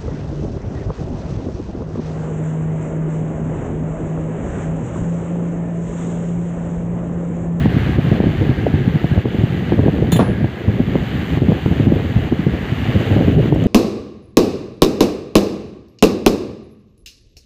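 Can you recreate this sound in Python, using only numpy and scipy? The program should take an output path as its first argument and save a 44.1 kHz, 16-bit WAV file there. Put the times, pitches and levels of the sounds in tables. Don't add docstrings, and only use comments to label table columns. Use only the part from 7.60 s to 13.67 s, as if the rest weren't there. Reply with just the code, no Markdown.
import sys
import numpy as np
from scipy import signal
from scipy.fft import rfft, irfft, next_fast_len
from scipy.io import wavfile
from scipy.ndimage import uniform_filter1d, minimum_filter1d

SR = 44100
rng = np.random.default_rng(int(sys.argv[2]) if len(sys.argv) > 2 else 0)


def master(y):
    cut = np.clip(np.atleast_2d(y).T, -1, 1)
    pcm = np.round(cut * 32767)
    wavfile.write(sys.argv[1], SR, pcm.astype(np.int16))


def boost_factor(decibels):
    exponent = np.asarray(decibels, float) / 20
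    return 10 ** exponent


N = 267677
TIME = np.arange(N) / SR

# freq_hz, level_db
METAL_CONTACT = [(4500, -22), (5800, -12), (6800, 0), (7400, -6), (8400, -14), (9550, -1), (10200, -10),
                 (11300, -9), (12200, -14), (13500, -10), (14600, 1), (15200, -7), (16500, -12),
                 (18000, -40)]


def in_time(rows):
    s, *columns = np.transpose(rows)
    return [np.interp(TIME, s, column) for column in columns]


def rms_one(x):
    return x / np.sqrt(np.mean(x ** 2) + 1e-20)


def colour(x, spectrum):
    size = next_fast_len(N)
    hz, level_db = np.transpose(spectrum)
    log_hz = np.log(np.arange(size // 2 + 1) * SR / size + 1)
    gain = boost_factor(np.interp(log_hz, np.log(hz), level_db, -90, -90))
    return rms_one(irfft(rfft(x, size) * gain, size)[:N])


def drift(rate_hz):
    r = np.exp(-40 * np.pi * rate_hz / SR)
    noise = rng.standard_normal(N // 20 + 2002)
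    slow = signal.lfilter([1], [1, -2 * r, r * r], noise)[2000:]
    return np.interp(np.arange(N) / 20, np.arange(len(slow)), rms_one(slow))


def humps(rows, lead_s=None):
    coarse = TIME[::20]
    total = 0
    for s, height, fall_s in rows:
        if lead_s is None:
            shape = np.exp(-((coarse - s) / fall_s) ** 2)
        else:
            shape = np.exp(-np.maximum((coarse - s) / fall_s, (s - coarse) / lead_s))
        total = total + height * shape
    return np.interp(TIME, coarse, total)


def eddy(hz, turns, phase):
    t = np.arange(-3 * turns / hz, 3 * turns / hz, 1 / SR)
    return np.exp(-(t * hz / turns) ** 2) * np.cos(2 * np.pi * hz * t + phase)


def big_eddies():
    # s, peak_db, size_hz, edge_rel_db
    sharp = [(0.059, -0.5, 230, -12), (0.604, -2.5, 290, -6), (0.64, -8, 290, -8), (1.068, -2, 470, -13),
             (1.445, -2, 248, -9), (1.579, 3, 150, -9), (1.657, -2.5, 330, -15), (2.123, 10, 380, -8),
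             (2.193, -1, 310, -17), (2.263, 0.5, 300, -29), (2.526, -3, 198, -10), (2.561, -5.5, 220, -10),
             (2.595, 6, 450, -7), (2.626, -4, 298, -18), (2.846, -2, 200, -13), (3.084, 9.5, 180, -17),
             (3.356, -0.5, 350, -16), (3.775, -3.5, 260, -15.5), (3.887, 4.5, 220, -25),
             (3.921, 9.5, 360, -13), (4.062, -2.5, 250, -16), (4.322, -3.5, 340, -19), (4.725, 2, 280, -17),
             (5.566, 1.5, 270, -15), (5.681, 0, 170, -18), (2.283, 2, 300, -10), (5.857, -7.5, 320, -15),
             (5.879, -12.5, 249, -10), (5.926, 3, 260, -5), (5.962, -4, 310, -18)]
    # s, peak_db, size_hz
    rounded = [(0.013, -6, 150), (0.169, 0.5, 210), (0.296, -6, 220), (0.387, -0.5, 270), (0.518, 7.5, 280),
               (0.671, 4, 220), (0.896, 0, 220), (1.142, 0, 210), (1.36, -3, 210), (1.517, -2, 180),
               (1.789, -5, 200), (1.839, -1.5, 200), (6.061, 5.5, 242), (2.161, -11, 180), (2.426, 14, 320),
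               (2.697, -7, 250), (3.202, -4.5, 250), (3.554, -6, 180), (3.821, 9, 260), (4.115, -3, 180),
               (4.201, -1.5, 250), (4.273, 7, 200), (4.365, -5, 260), (4.565, -1.5, 130),
               (4.794, -2.5, 200), (4.868, 4.5, 280), (5.364, -3, 170), (5.516, -6, 280), (5.611, -4, 290),
               (5.718, -11, 250)]
    round_edge_db = -23
    return sharp + [(*row, round_edge_db) for row in rounded]


def draught():
    # s, level_db, fineness_db
    steady_rows = [(0.0, -11.5, -3), (0.25, -13, 0.5), (0.45, -15.5, 0.5), (0.75, -12.5, -1),
                   (1.0, -13, -1), (1.2, -10.5, -4.5), (1.6, -15.5, 2), (1.9, -17, 0.5), (2.1, -14.5, 2.5),
                   (2.5, -15, 5), (2.9, -17.5, 4.5), (3.4, -14, -1.5), (3.85, -16.5, 1), (4.3, -12, 3),
                   (4.6, -16.5, 1), (5.1, -15, -1.5), (5.55, -12, 4), (6.07, -13, 4)]
    # s, depth_db, half_length_s
    lulls = [(0.95, 4.5, 0.043), (1.25, 5.5, 0.031), (1.39, 13.5, 0.034), (1.48, 13, 0.014),
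             (1.625, 19, .025), (2.58, 7.5, 0.012), (2.97, 16.5, .06), (3.15, 4.5, 0.053),
             (5.13, 3.5, 0.034), (.77, -1.5, 0.026), (3.5, 8.5, 0.045), (4.0, 10.5, 0.022),
             (4.16, 8, 0.033), (4.49, 4.5, 0.082), (4.77, 13.5, 0.018), (5.44, 11, 0.037)]
    gust_db, gust_s = 1.5, 0.023
    fine_offset_db, fine_holds = 5.5, 0.75
    steady_db, fine_db = in_time(steady_rows)
    gusts = [(s, min(boost_factor(peak_db), 1), gust_s) for s, peak_db, *_ in big_eddies()]
    swing_db = gust_db * np.minimum(humps(gusts), 1) - humps(lulls)
    return steady_db + swing_db, fine_offset_db + fine_db - fine_holds * swing_db


def wake():
    fall_s, lead_s = 0.013, 0.0032
    coarse, stir = TIME[::20], 0
    for s, peak_db, *_ in big_eddies():
        shape = np.exp(-np.maximum((coarse - s) / fall_s, (s - coarse) / lead_s))
        stir = np.maximum(stir, boost_factor(peak_db) * shape)
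    return np.interp(TIME, coarse, np.minimum(stir, 1))


def buffeting():
    # freq_hz, density_db_per_hz
    turbulence = [(15, -49.5), (25, -13), (68, 1.5), (108, 4), (157, 1.5), (260, -6), (445, -14.5),
                  (817, -31), (1000, -44), (1400, -41.5), (1820, -55), (3080, -120)]
    level_db, fine_db = draught()
    clump, stirred, out = drift(22.8), wake(), np.zeros(N)
    for share, hz in zip(np.linspace(0, 1, 10), np.geomspace(45, 900, 10)):
        born = rng.random(N) < 1.2 * hz / SR
        heights = boost_factor(2.6 * np.minimum(rng.exponential(1, N), 3.5)) * rng.choice([-1, 1], N)
        lump = eddy(hz, turns=0.96, phase=rng.uniform(0, np.pi))
        lumps = rms_one(signal.oaconvolve(born * heights, lump, "same"))
        flicker_db = (1.4 + 1.4 * share) * clump + 2.3 * drift(35)
        wake_db = (1.5 + 7.4 * share) * stirred
        out += lumps * np.sqrt(hz) * boost_factor(flicker_db + wake_db + share * fine_db)
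    return boost_factor(level_db - 1) * colour(out, turbulence)


def add(out, lump, s):
    start = round(s * SR) + SR // 2 - len(lump) // 2
    out[start:start + len(lump)] += lump


def puffs():
    trail_db, trail_size, trail_turns_late = -5, 0.65, 1.3
    edge_lead_s = .0008
    out = np.zeros(N + SR)
    eddies = big_eddies()
    chances = rng.uniform(-1, 1, (len(eddies), 3))
    for (s, peak_db, hz, edge_db), (side, skew, spin) in zip(eddies, chances):
        sign, body_db = np.sign(side), min(peak_db, 0)
        body = eddy(0.95 * hz, turns=0.49, phase=0.88 * skew)
        add(out, sign * boost_factor(body_db) * body, s)
        trail = eddy(trail_size * hz, turns=0.87, phase=1.5 * spin)
        add(out, -sign * boost_factor(body_db + trail_db) * trail, s + trail_turns_late / hz)
        edge = eddy(680 + 120 * skew, turns=0.57, phase=np.pi * spin)
        add(out, boost_factor(min(peak_db, -2) + min(edge_db, -10) + 2.5) * edge, s - edge_lead_s)
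    return out[SR // 2:][:N]


def ring(clicks, hz, t60_s):
    r, w = boost_factor(-60 / (t60_s * SR)), 2 * np.pi * hz / SR
    return signal.lfilter([0, np.sin(w)], [1, -2 * r * np.cos(w), r * r], clicks + 1e-18)


def housing(chatter, shade):
    # freq_hz, width_hz, rel_db, slope_db_per_shading
    resonances = [(1653, 41, -10, -9.5), (2003, 325, -6, -8.5), (2906, 170, -10, 1), (5990, 150, -35, 0.5),
                  (6850, 310, -33.5, -5), (11300, 200, -38, -4.5), (13550, 200, -38, 0.5),
                  (14300, 200, -39, -2)]
    out = np.zeros(N)
    for hz, width_hz, level_db, slope_db in resonances:
        drive = chatter if hz > 10000 else 1
        band = rms_one(drive * ring(rng.standard_normal(N), hz, 1.5 / width_hz))
        out += band * boost_factor(level_db + slope_db * shade + 1.5 * drift(0.62))
    return out


def fan():
    # s, fan_change_db, shading (-1..1)
    hands = [(0, 3.5, -0.17), (.3, 2.5, -0.43), (.5, 3, -0.072), (1.0, 0, -0.44), (1.3, -0.5, -0.17),
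             (1.5, 1, -0.073), (1.85, 0, 0.53), (2.1, 0.5, -0.12), (2.35, -0.6, 0.17), (2.9, -3, -0.33),
             (3.4, 1.1, 0.56), (3.74, 4, .6), (4.0, 2.5, 0.77), (4.6, 1, 0.55), (5.0, 1, -0.16),
             (5.4, 5.5, 0.42), (5.7, 3, 0.54), (6.07, 2, 0.85)]
    # s, depth_db, recovery_s
    ducks = [(.08, 4, 0.029), (.375, 6, 0.037), (.6, 3.5, 0.08), (1.645, 6, 0.044), (2.18, 1, 0.078),
             (3.25, 2, .03), (3.8, 6.5, 0.11), (4.28, 3.5, 0.079), (4.71, 3.5, 0.058), (4.86, 2.5, 0.078),
             (5.6, 2, 0.0234), (5.77, 7.5, 0.0266), (5.91, 7.5, 0.074)]
    # freq_hz, density_db_per_hz
    air_spectrum = [(450, -15.5), (750, -0.5), (1000, -7.5), (1150, -5), (1400, -7.5), (1620, -4.5),
                    (1950, -5), (2400, -12), (2850, -12.5), (3350, -14.5), (3850, -17.5), (4500, -21),
                    (5450, -36.5), (6200, -58)]
    # freq_hz, density_db_per_hz
    upper_spectrum = [(4500, -28), (5450, -22), (6000, -1.5), (6400, -2), (6800, -1), (7250, -1.5),
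                      (7800, -9.5), (8200, -7), (8700, -12), (9300, -11.5), (9900, -23), (10500, -29.5),
                      (12000, -21), (16000, -15.5)]
    # freq_hz, density_db_per_hz
    buzz_spectrum = [(9000, -35), (10200, -10.5), (10900, -10), (11250, -12), (11800, -8.5), (12100, -3),
                     (12400, -7.5), (12900, -8), (13500, -10.5), (13850, 1), (14250, -5), (14600, 0),
                     (15100, -4.5), (15800, -5.5)]
    fan_db, duck_attack_s = -36.5, .015
    mains_twice_hz, buzz_start_s, swell_at_s = 100.59, .0009, .0062
    buzz_rise_s, buzz_fall_s = .0006, .0024

    change_db, shade = in_time(hands)
    change_db = change_db - humps(ducks, duck_attack_s)
    shelf_db = -2.5 + 1 * shade
    upper_db = -25.5 + 1.6 * shade
    buzz_db = -29 + 1.8 * shade
    swell = np.cos(2 * np.pi * mains_twice_hz * (TIME - swell_at_s))

    air = colour(rng.standard_normal(N), air_spectrum)
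    shelf_band = signal.butter(2, [2150, 3700], "band", fs=SR, output="sos")
    shelf = signal.sosfiltfilt(shelf_band, air)
    lift = boost_factor(0.83 * (shelf_db + 4.5))
    air = shelf * lift + (air - shelf) / lift
    air = air * boost_factor(2.0 * swell + 0.64 * drift(12.0) + 1.82)

    upper = colour(rng.standard_normal(N), upper_spectrum)
    upper = upper * boost_factor(upper_db + 1.5 * swell + .5 * drift(12) + 0.7)

    since = (TIME - buzz_start_s) % (1 / mains_twice_hz)
    pulse = (1 - np.exp(-since / buzz_rise_s)) * np.exp(-since / buzz_fall_s)
    chatter = .28 + pulse * boost_factor(1.2 * drift(30) + 6)
    buzz = colour(rng.standard_normal(N) * chatter, buzz_spectrum) * boost_factor(buzz_db + 2.5)
    return boost_factor(fan_db + change_db) * (air + upper + buzz + housing(chatter, shade))


def burst(carrier, s, level_db, t60_s):
    since = np.maximum(TIME - s, 0)
    return carrier * boost_factor(level_db - 60 * since / t60_s) * (1 - np.exp(-since / .0015))


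def fitting():
    # s, knock_db, knock_t60_s, sizzle_db, sizzle_t60_s
    blows = [
        (2.5185, -23.5, .18, -24, .085),
        (2.5620, -26, .08, -32, .06),
        (2.5890, -33, .05, -60, .03),
        (2.6040, -29, .07, -60, .03),
    ]
    modes_hz = [3548, 4125, 5766, 6788, 6998, 7327, 9480, 9609, 9798, 9889, 10558, 10564, 12610, 14530,
                14625, 14980, 15290]
    # first_db, first_t60_s, bounce_db, bounce_t60_s
    mode_rows = [(-25.5, .3, -33, .04), (-32, .25, -45, .25), (-48, .25, -54, .08), (-26, .18, -45, .28),
                 (-44, .15, -54, .1), (-34, .5, -39, .11), (-40, .15, -42, .07), (-42, .25, -43, .36),
                 (-35, .3, -34, .22), (-46, .2, -44, .15), (-44, .3, -43, .5), (-50, .6, -45.5, .5),
                 (-47, .3, -51, .33), (-37, .15, -47, .12), (-32, .2, -36, .15), (-35, .15, -46, .12),
                 (-45, .1, -56, .1)]
    # freq_hz, level_db
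    knock_spectrum = [(600, -14), (1000, -6), (1900, 0), (2300, -3), (2900, -2), (3500, 0), (4200, -7),
                      (5000, -24), (6500, -35)]
    # peak_db, t60_s, freq_hz
    thump = (-5, .22, 165)
    # level_db, t60_s, low_hz, high_hz
    thud = (-13, 0.25, 220, 950)
    first_s, bounce_s, settle_s = [row[0] for row in blows[:3]]
    knock = colour(rng.standard_normal(N), knock_spectrum)
    sizzle = colour(rng.standard_normal(N), METAL_CONTACT)
    first, second = np.maximum(TIME - first_s, 0), np.maximum(TIME - bounce_s, 0)
    before_bounce = np.exp(-second / .0012)
    out = np.zeros(N)
    for hz, (first_db, t60_s, bounce_db, bounce_t60_s) in zip(modes_hz, mode_rows):
        free = boost_factor(first_db - 60 * first / t60_s) * (1 - np.exp(-first / .0015)) * before_bounce
        damped = boost_factor(bounce_db - 60 * second / bounce_t60_s) * (1 - before_bounce)
        out += (free + damped) * np.sin(2 * np.pi * hz * first)
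    for s, knock_db, knock_t60_s, sizzle_db, sizzle_t60_s in blows:
        out += burst(knock, s, knock_db, knock_t60_s)
        out += burst(sizzle, s, sizzle_db, sizzle_t60_s)
    level_db, t60_s, hz = thump
    out += burst(np.sin(2 * np.pi * hz * first), first_s + .003, level_db, t60_s)
    level_db, t60_s, low_hz, high_hz = thud
    bench_band = signal.butter(2, [low_hz, high_hz], "band", fs=SR, output="sos")
    bench = rms_one(signal.sosfilt(bench_band, rng.standard_normal(N)))
    return out + burst(bench, settle_s, level_db, t60_s)


def tool():
    # s, level_db, t60_s
    snap_rows = [
        (5.946, -47, 0.0137),
        (6.039, -40, .012),
    ]
    # s, peak_db, freq_hz, t60_s
    tick_rows = [
        (5.946, -42, 14500, .008),
        (5.946, -44, 13600, .008),
        (5.946, -49, 11100, .018),
        (5.946, -45, 8180, .01),
        (5.946, -52.5, 7600, .04),
        (5.946, -49, 5550, 0.035),
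        (6.039, -31, 6300, 0.0082),
        (6.039, -33, 7200, 0.0084),
        (6.039, -58, 9400, 0.0087),
        (6.000, -30, 2940, .025),
    ]
    build_s = .0006
    snap = colour(rng.standard_normal(N), METAL_CONTACT)
    out = sum(burst(snap, *row) for row in snap_rows)
    for s, peak_db, hz, t60_s in tick_rows:
        since = np.maximum(TIME - s, 0)
        envelope = boost_factor(peak_db + 3 - 60 * since / t60_s) * (1 - np.exp(-since / build_s))
        out += envelope * np.sin(2 * np.pi * hz * since)
    return out


def scene():
    return (buffeting() + puffs() + fan() + fitting() + tool())[None]


def roll_off(x):
    return signal.sosfilt(signal.butter(12, 16030, fs=SR, output="sos"), x)


def record(dry):
    ceiling, reach = .97, round(0.003 * SR)
    bass_cut = signal.butter(2, 36, "high", fs=SR, output="sos")
    treble_cut = signal.ellip(12, .1, 25, 15530, fs=SR, output="sos")
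    dry = signal.sosfiltfilt(bass_cut, dry)
    room = np.minimum(1, ceiling / (np.abs(dry) + 1e-9))
    room = minimum_filter1d(room, size=2 * reach + 1)
    held = dry * uniform_filter1d(room, size=reach)
    return roll_off(signal.sosfiltfilt(treble_cut, held))


dry = scene()
out = record(dry)
master(out)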